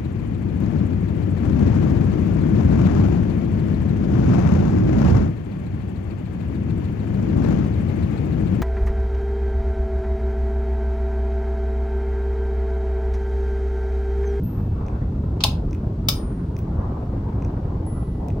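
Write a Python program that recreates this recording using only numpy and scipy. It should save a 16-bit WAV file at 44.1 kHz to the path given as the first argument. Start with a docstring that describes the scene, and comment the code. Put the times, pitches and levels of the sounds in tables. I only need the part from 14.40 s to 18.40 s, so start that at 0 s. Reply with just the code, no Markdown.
"""A bench spot welder fires once in a small workshop. A low rumble and a soft, swelling wash run throughout;
thin pings, a soft rub and a small double click come first. At 1 s a light catch sounds, the electrode head
clacks down with a crack and a metallic ring, and the current surge gives the case a dull knock. At 1.7 s
the head clacks back up. More pings, double clicks and rubs of hand and sleeve dot the rest."""
import sys
import numpy as np
from scipy import signal
from scipy.fft import rfft, irfft
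from scipy.io import wavfile
from scipy.ndimage import uniform_filter1d

SR = 44100
rng = np.random.default_rng(int(sys.argv[2]) if len(sys.argv) > 2 else 0)


def master_out(mix):
    """Clip the mix to full scale and print it as 16-bit PCM to the path in sys.argv[1]."""
    frames = np.transpose(np.atleast_2d(mix))
    ceiling = np.clip(frames, -1, 1)
    pcm = np.round(ceiling * 32767).astype(np.int16)
    wavfile.write(sys.argv[1], SR, pcm)


N = 176400
HEAD_RISE_S = 0.003


def welder():
    """A light catch sounds, then the electrode head clacks down and springs back."""
    # strokes of the head: start_s, gain_db, back (0 = pressing down, 1 = springing back)
    strokes = [(1.0368, 0.12, 0), (1.685, 0.94, 1)]
    # colour of the catch: frequency_hz, level_db
    catch_colour = [(300, -10), (900, 4), (1300, 3), (1750, -14.5), (2800, -1), (4400, 0), (6800, -12),
                    (9000, -29), (15000, -33)]
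    catch_s, catch_db, catch_t60_s = 1.004, -20.5, 0.092
    out, t = np.zeros((2, N)), np.arange(SR // 4) / SR
    catch = burst(catch_colour, t) * amp(catch_db - 60 * t / catch_t60_s)
    add(out, catch_s, catch * np.minimum(t / HEAD_RISE_S, 1))
    for start_s, gain_db, back in strokes:
        add(out, start_s, amp(gain_db) * clack(back))
    return out


def clack(back):
    """A crack of metal contact sets the head ringing; the bench top reflects both."""
    # colour of the contact crack: frequency_hz, down_db, back_db
    crack_colour = [(300, -27.5, -17.5), (702, 0, -2), (1263, -14, -1), (1430, -18, -17), (1910, -26, -21),
                    (2270, -8, -8), (3200, 6, -1.5), (5180, 3, 0.5), (6700, -2.5, -10), (7300, -10, -9.5),
                    (9220, -8.5, -10.5), (10500, -12.5, -7.5), (15490, -12, -3)]
    # modes of the head: pitch_hz, down_db, back_db, t60_s
    head_modes = [(1270, -34, -29.5, 0.072), (2240, -24, -36, 0.04), (2790, -14.5, -27, 0.041),
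                  (3003, -16.5, -25, 0.036), (3250, -18.5, -31, 0.036), (3592, -13.5, -14.5, 0.037),
                  (3765, -16, -19, 0.044), (4178, -7.5, -27, 0.028), (4436, -17, -26.5, .04),
                  (4970, -30, -17.5, .055), (5050, -35, -30, .21), (5290, -18.5, -24, .05),
                  (5800, -28.5, -28, 0.034), (6400, -25, -20, .035), (13370, -42, -21.5, 0.049)]
    # stereo placement of the head: frequency_hz, left_minus_right_db
    head_pan = [(1000, -0.5), (2400, -1.5), (4400, 2), (8000, 3), (15000, 5.5)]
    crack_db, crack_rise_s, crack_t60_s = -5, 0.0018, 0.043
    head_db, pressed_ring = 2, 0.8  # pressing on the work shortens the ring to this share
    bench_db, bench_delay_s, right_delay_s = -14.5, 0.0054, 0.000045
    t = np.arange(SR // 4) / SR
    hz = np.fft.rfftfreq(len(t), 1 / SR)
    crack = burst([(f, up if back else down) for f, down, up in crack_colour], t)
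    crack *= np.minimum(t / crack_rise_s, 1) * amp(crack_db - 60 * t / crack_t60_s)
    modes = [(f, up, t60) if back else (f, down, t60 * pressed_ring) for f, down, up, t60 in head_modes]
    body = rattling(modes, t) * amp(head_db) * np.minimum(t / HEAD_RISE_S, 1)
    bench_echo = amp(bench_db) * np.exp(-2j * np.pi * hz * bench_delay_s)
    stereo = pan(curve_at(head_pan, hz)) * np.exp(-2j * np.pi * hz * np.array([[0], [right_delay_s]]))
    return irfft(rfft(crack + body) * (1 + bench_echo) * stereo, len(t))


def rattling(modes, t, line_width_hz=150, settle_s=0.07):
    """Dying modes whose pitch jitters until the loose parts settle."""
    phase_step = np.sqrt(2 * np.pi * line_width_hz / SR * np.exp(-t / settle_s))
    drifts = np.cumsum(phase_step * rng.standard_normal((len(modes), len(t))), axis=1)
    return sum(amp(db - 60 * t / t60) * np.sin(2 * np.pi * hz * t + drift)
               for (hz, db, t60), drift in zip(modes, drifts))


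def weld_pulse(start_s=1.0466, rise_s=0.0024, thud_db=-16.5, thud_t60_s=0.072):
    """The current surge gives the case one short, dull knock."""
    # modes of the case: pitch_hz, level_db, t60_s
    case_modes = [(698, -14.5, 0.025), (860, -7.5, 0.021), (1020, -20, 0.063)]
    # colour of the noisy thud in the knock: frequency_hz, level_db
    thud_colour = [(300, -23), (550, -4), (680, 7.5), (1050, 7), (1250, -5), (1500, -22), (3000, -50)]
    out, t = np.zeros((2, N)), np.arange(SR // 4) / SR
    thud = burst(thud_colour, t) * amp(thud_db - 60 * t / thud_t60_s)
    add(out, start_s, (ring(case_modes, t) + thud) * np.minimum(t / rise_s, 1))
    return out


def clicks(split_hz=4500, snap_t60_s=0.0092, pan_db=-4):
    """Light clicks, mostly in pairs: a bright snap and a very short ring."""
    # the clicks: start_s, low_ring_db, high_ring_db, snap_db
    hits = [(.034, -65, -63.5, -51), (0.465, -53, -40.5, -63.5), (0.4838, -37, -44.5, -61),
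            (1.3100, -62, -40, -49), (1.3308, -34.5, -34.5, -58), (1.3488, -38, -51, -48.5),
            (2.1666, -38, -35, -48.5), (2.1896, -39.5, -44, -40), (3.0234, -37.5, -42, -65),
            (3.0487, -39, -36, -59), (3.463, -65.5, -59, -56), (3.8845, -42, -40, -41.5),
            (3.9031, -37, -48, -62.5)]
    # ring of a click: pitch_hz, level_db, t60_s
    click_modes = [(2140, -12, .015), (2490, -2.5, 0.01), (3380, -17, 0.0077), (5400, -9.5, 0.0071),
                   (5980, -8, 0.01)]
    out, t = np.zeros((2, N)), np.arange(SR // 20) / SR
    for start_s, low_db, high_db, snap_db in hits:
        modes = [(hz, db + (low_db if hz < split_hz else high_db), t60) for hz, db, t60 in click_modes]
        snap = rng.standard_normal((2, len(t))) * amp(snap_db - 60 * t / snap_t60_s)
        add(out, start_s, ring(modes, t) + snap)
    return out * pan(pan_db)


def pings():
    """Faint, thin pure tones that start abruptly and fade, each cut off after a second."""
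    # the pings: start_s, pitch_hz, level_db, t60_s, left_minus_right_db
    tones = [(0.035, 13372, -48, 0.54, 6.5), (.036, 10630, -72, 1.3, -0.5), (.036, 2638, -66.5, 5.4, 1),
             (1.751, 9118, -46.5, 0.64, 2.5), (2.18, 15700, -50, .1, 3), (3.465, 10206, -46, 0.67, 5),
             (3.465, 1970, -62, 5, -4)]
    out, t = np.zeros((2, N)), np.arange(SR) / SR
    for start_s, pitch_hz, level_db, t60_s, pan_db in tones:
        add(out, start_s, ring([(pitch_hz, level_db, t60_s)], t) * pan(pan_db))
    return out


def rubs(relative_width=0.15):
    """Hand and sleeve rub: brief swells of friction noise, each in one broad resonance."""
    # the rubs: middle_s, length_s, resonance_hz, level_db
    gestures = [(.42, 0.17, 1140, -46.5), (2.44, .15, 1040, -42.5), (2.54, 0.14, 1140, -45.5),
                (3.319, .2, 980, -47.5), (3.599, .24, 1184, -49), (3.85, .14, 923, -43.5)]
    out = np.zeros((2, N))
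    for middle_s, length_s, resonance_hz, level_db in gestures:
        t = np.arange(0, length_s, 1 / SR)
        hz = np.fft.rfftfreq(len(t), 1 / SR)
        resonance = 1 / (1 + ((hz / resonance_hz - 1) / relative_width) ** 4)
        noise = rng.standard_normal((2, SR))[:, :len(t)]
        friction = unit_rms(irfft(rfft(noise) * resonance, len(t)))
        add(out, middle_s - length_s / 2, amp(level_db) * friction * np.sin(np.pi * t / length_s))
    return out


def room(sound, predelay_s=0.0059):
    """Diffuse reflections of the workshop, the treble dying first."""
    # decay of the workshop: frequency_hz, t60_s
    decay = [(250, 0.71), (1000, .33), (3500, 0.22), (6000, 0.21), (10000, 0.22), (16000, 0.18)]
    hz, t, noise = signal.stft(rng.standard_normal((2, SR // 2)), SR, nperseg=256)
    tail = signal.istft(noise * amp(-60 * t / curve_at(decay, hz)[:, None]), SR)[1]
    tail *= np.clip(np.arange(tail.shape[1]) / SR / predelay_s - 1, 0, 1)
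    return signal.fftconvolve(sound.mean(0)[None], tail / np.linalg.norm(tail[0]), axes=1)[:, :N]


def background(rumble_db=-23.5, hiss_db=-62.5, flutter_db=1.6, flutter_hz=(5, 45)):
    """A low rumble and a wash that swells in two bands flutter together over faint hiss."""
    # colours of the four noise beds: frequency_hz, level_db
    rumble_colour = [(15, -35.5), (25, -14.5), (40, -2.5), (68, 0.5), (110, -2.5), (200, -9.5),
                     (400, -19.5), (700, -39.5), (1500, -58.5), (4000, -89.5)]
    mid_colour = [(100, -18), (400, -11.5), (700, -2), (950, 0), (1250, -6), (1450, -10), (1800, -16.5),
                  (3000, -32), (6000, -43.5), (16000, -63.5)]
    low_colour = [(150, -25), (380, -0.5), (520, -2), (700, -4), (900, -12), (1500, -40), (4000, -70.5)]
    hiss_colour = [(500, -1), (2700, 2.5), (4500, -1.5), (7000, -8.5), (8200, -10), (9500, -15),
                   (12500, -16), (15000, -10.5)]
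    # fader rides of the wash's two bands: time_s, level_db
    mid_ride = [(0, -55), (.17, -45), (.3, -50), (.42, -44.5), (.6, -43), (.74, -49.5), (1.3, -49.5),
                (1.55, -51.5), (1.83, -44), (2.1, -50.5), (2.46, -43), (2.72, -45.5), (3.0, -44),
                (3.35, -46.5), (3.72, -51.5), (4, -49)]
    low_ride = [(0, -48), (.18, -48.5), (.34, -50.5), (.48, -39.5), (.62, -42.5), (.74, -47), (1.22, -41),
                (1.34, -49.5), (1.48, -41), (1.62, -46.5), (1.82, -45), (2.1, -49.5), (2.38, -38.5),
                (2.6, -39.5), (2.87, -46), (3.03, -42), (3.17, -44), (3.28, -40), (3.42, -41.5), (3.7, -46),
                (3.86, -38.5), (3.92, -43), (3.98, -36.5)]
    hz = np.fft.rfftfreq(N, 1 / SR)
    wobble = irfft(rfft(rng.standard_normal(N)) * (hz > flutter_hz[0]) * (hz < flutter_hz[1]), N)
    flutter = amp(flutter_db * unit_rms(wobble))
    wash = swell(mid_ride) * noise_bed(mid_colour, patch_db=2.1)
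    wash += swell(low_ride) * noise_bed(low_colour, patch_db=2.1)
    rumble = amp(rumble_db) * noise_bed(rumble_colour, patch_db=1.0, size=4096)
    hiss = amp(hiss_db) * noise_bed(hiss_colour, patch_db=0)
    return rumble * flutter ** 0.6 + wash * flutter + hiss


def noise_bed(colour, patch_db, size=2048, mono_below_hz=454):
    """Coloured noise with drifting louder and softer patches, narrowing to mono in the bass."""
    # likeness of left and right: frequency_hz, correlation
    likeness = [(250, 1), (500, 0.49), (1000, 0.12), (3000, 0.17), (10000, 0.16)]
    # lean of the bed: frequency_hz, left_minus_right_db
    lean = [(250, -3), (500, 8), (1000, 1), (3000, 0), (10000, -0.5)]
    hz = np.fft.rfftfreq(size, 1 / SR)
    hop = size // 4
    left_re, left_im, own_re, own_im, patches = rng.standard_normal((5, N // hop + 5, len(hz)))
    patches = unit_rms(uniform_filter1d(uniform_filter1d(patches, size=8, axis=0), size=8, axis=1))
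    width = 1 - 1 / (1 + (hz / mono_below_hz) ** 3)
    shared = np.clip(1 - width * (1 - curve_at(likeness, hz)), -1, 1)
    left = left_re + 1j * left_im
    right = shared * left + np.sqrt(1 - shared ** 2) * (own_re + 1j * own_im)
    frames = np.array([left, right]) * amp(curve_at(colour, hz) + patch_db * patches)
    frames *= pan(width * curve_at(lean, hz))[:, None]
    return unit_rms(signal.istft(frames.transpose(0, 2, 1), nperseg=size, noverlap=size - hop)[1][:, :N])


def ring(modes, t):
    """Sum of dying sines."""
    return sum(amp(db - 60 * t / t60) * np.sin(2 * np.pi * hz * t) for hz, db, t60 in modes)


def burst(colour, t):
    """Coloured stereo noise: the many small, dense modes of struck metal."""
    hz = np.fft.rfftfreq(len(t), 1 / SR)
    return irfft(rfft(rng.standard_normal((2, len(t)))) * amp(curve_at(colour, hz)), len(t))


def swell(ride):
    """Gain along a fader ride."""
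    return amp(np.interp(np.arange(N) / SR, *np.transpose(ride)))


def amp(db):
    """Decibels to gain."""
    return 10 ** (np.asarray(db) / 20)


def unit_rms(x):
    """Scales to rms 1."""
    return x / np.sqrt(np.mean(x ** 2) + 1e-20)


def curve_at(points, hz):
    """Reads a table on a log-frequency axis."""
    point_hz, values = np.transpose(points)
    return np.interp(np.log(hz + 1), np.log(point_hz + 1), values)


def pan(db):
    """Left and right gains for a level difference."""
    return amp(np.array([np.atleast_1d(db), -np.atleast_1d(db)]) / 2)


def add(mix, start_s, sound):
    """Mixes a sound in at a time."""
    part = mix[:, max(round(start_s * SR), 0):][:, :sound.shape[-1]]
    part += sound[..., :part.shape[1]]


def scene():
    """Welder, weld pulse and clicks feed the room; pings, rubs and background stay dry."""
    bed, machine, knock, ticks = background(), welder(), weld_pulse(), clicks()
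    reverb = room(amp(-5.5) * machine + amp(-9.5) * knock + amp(-8.5) * ticks)
    return machine + knock + ticks + reverb + pings() + rubs() + bed


def record(dry, ceiling=0.95, cutoff_hz=15950):
    """A soft ceiling rounds the highest peaks, then a steep low-pass trims the top."""
    limited = dry / (1 + (dry / ceiling) ** 8) ** (1 / 8)
    low_pass = signal.firwin(511, cutoff_hz, window=("kaiser", 9), fs=SR)
    return signal.oaconvolve(limited, low_pass[None], "same")


dry = scene()
out = record(dry)
master_out(out)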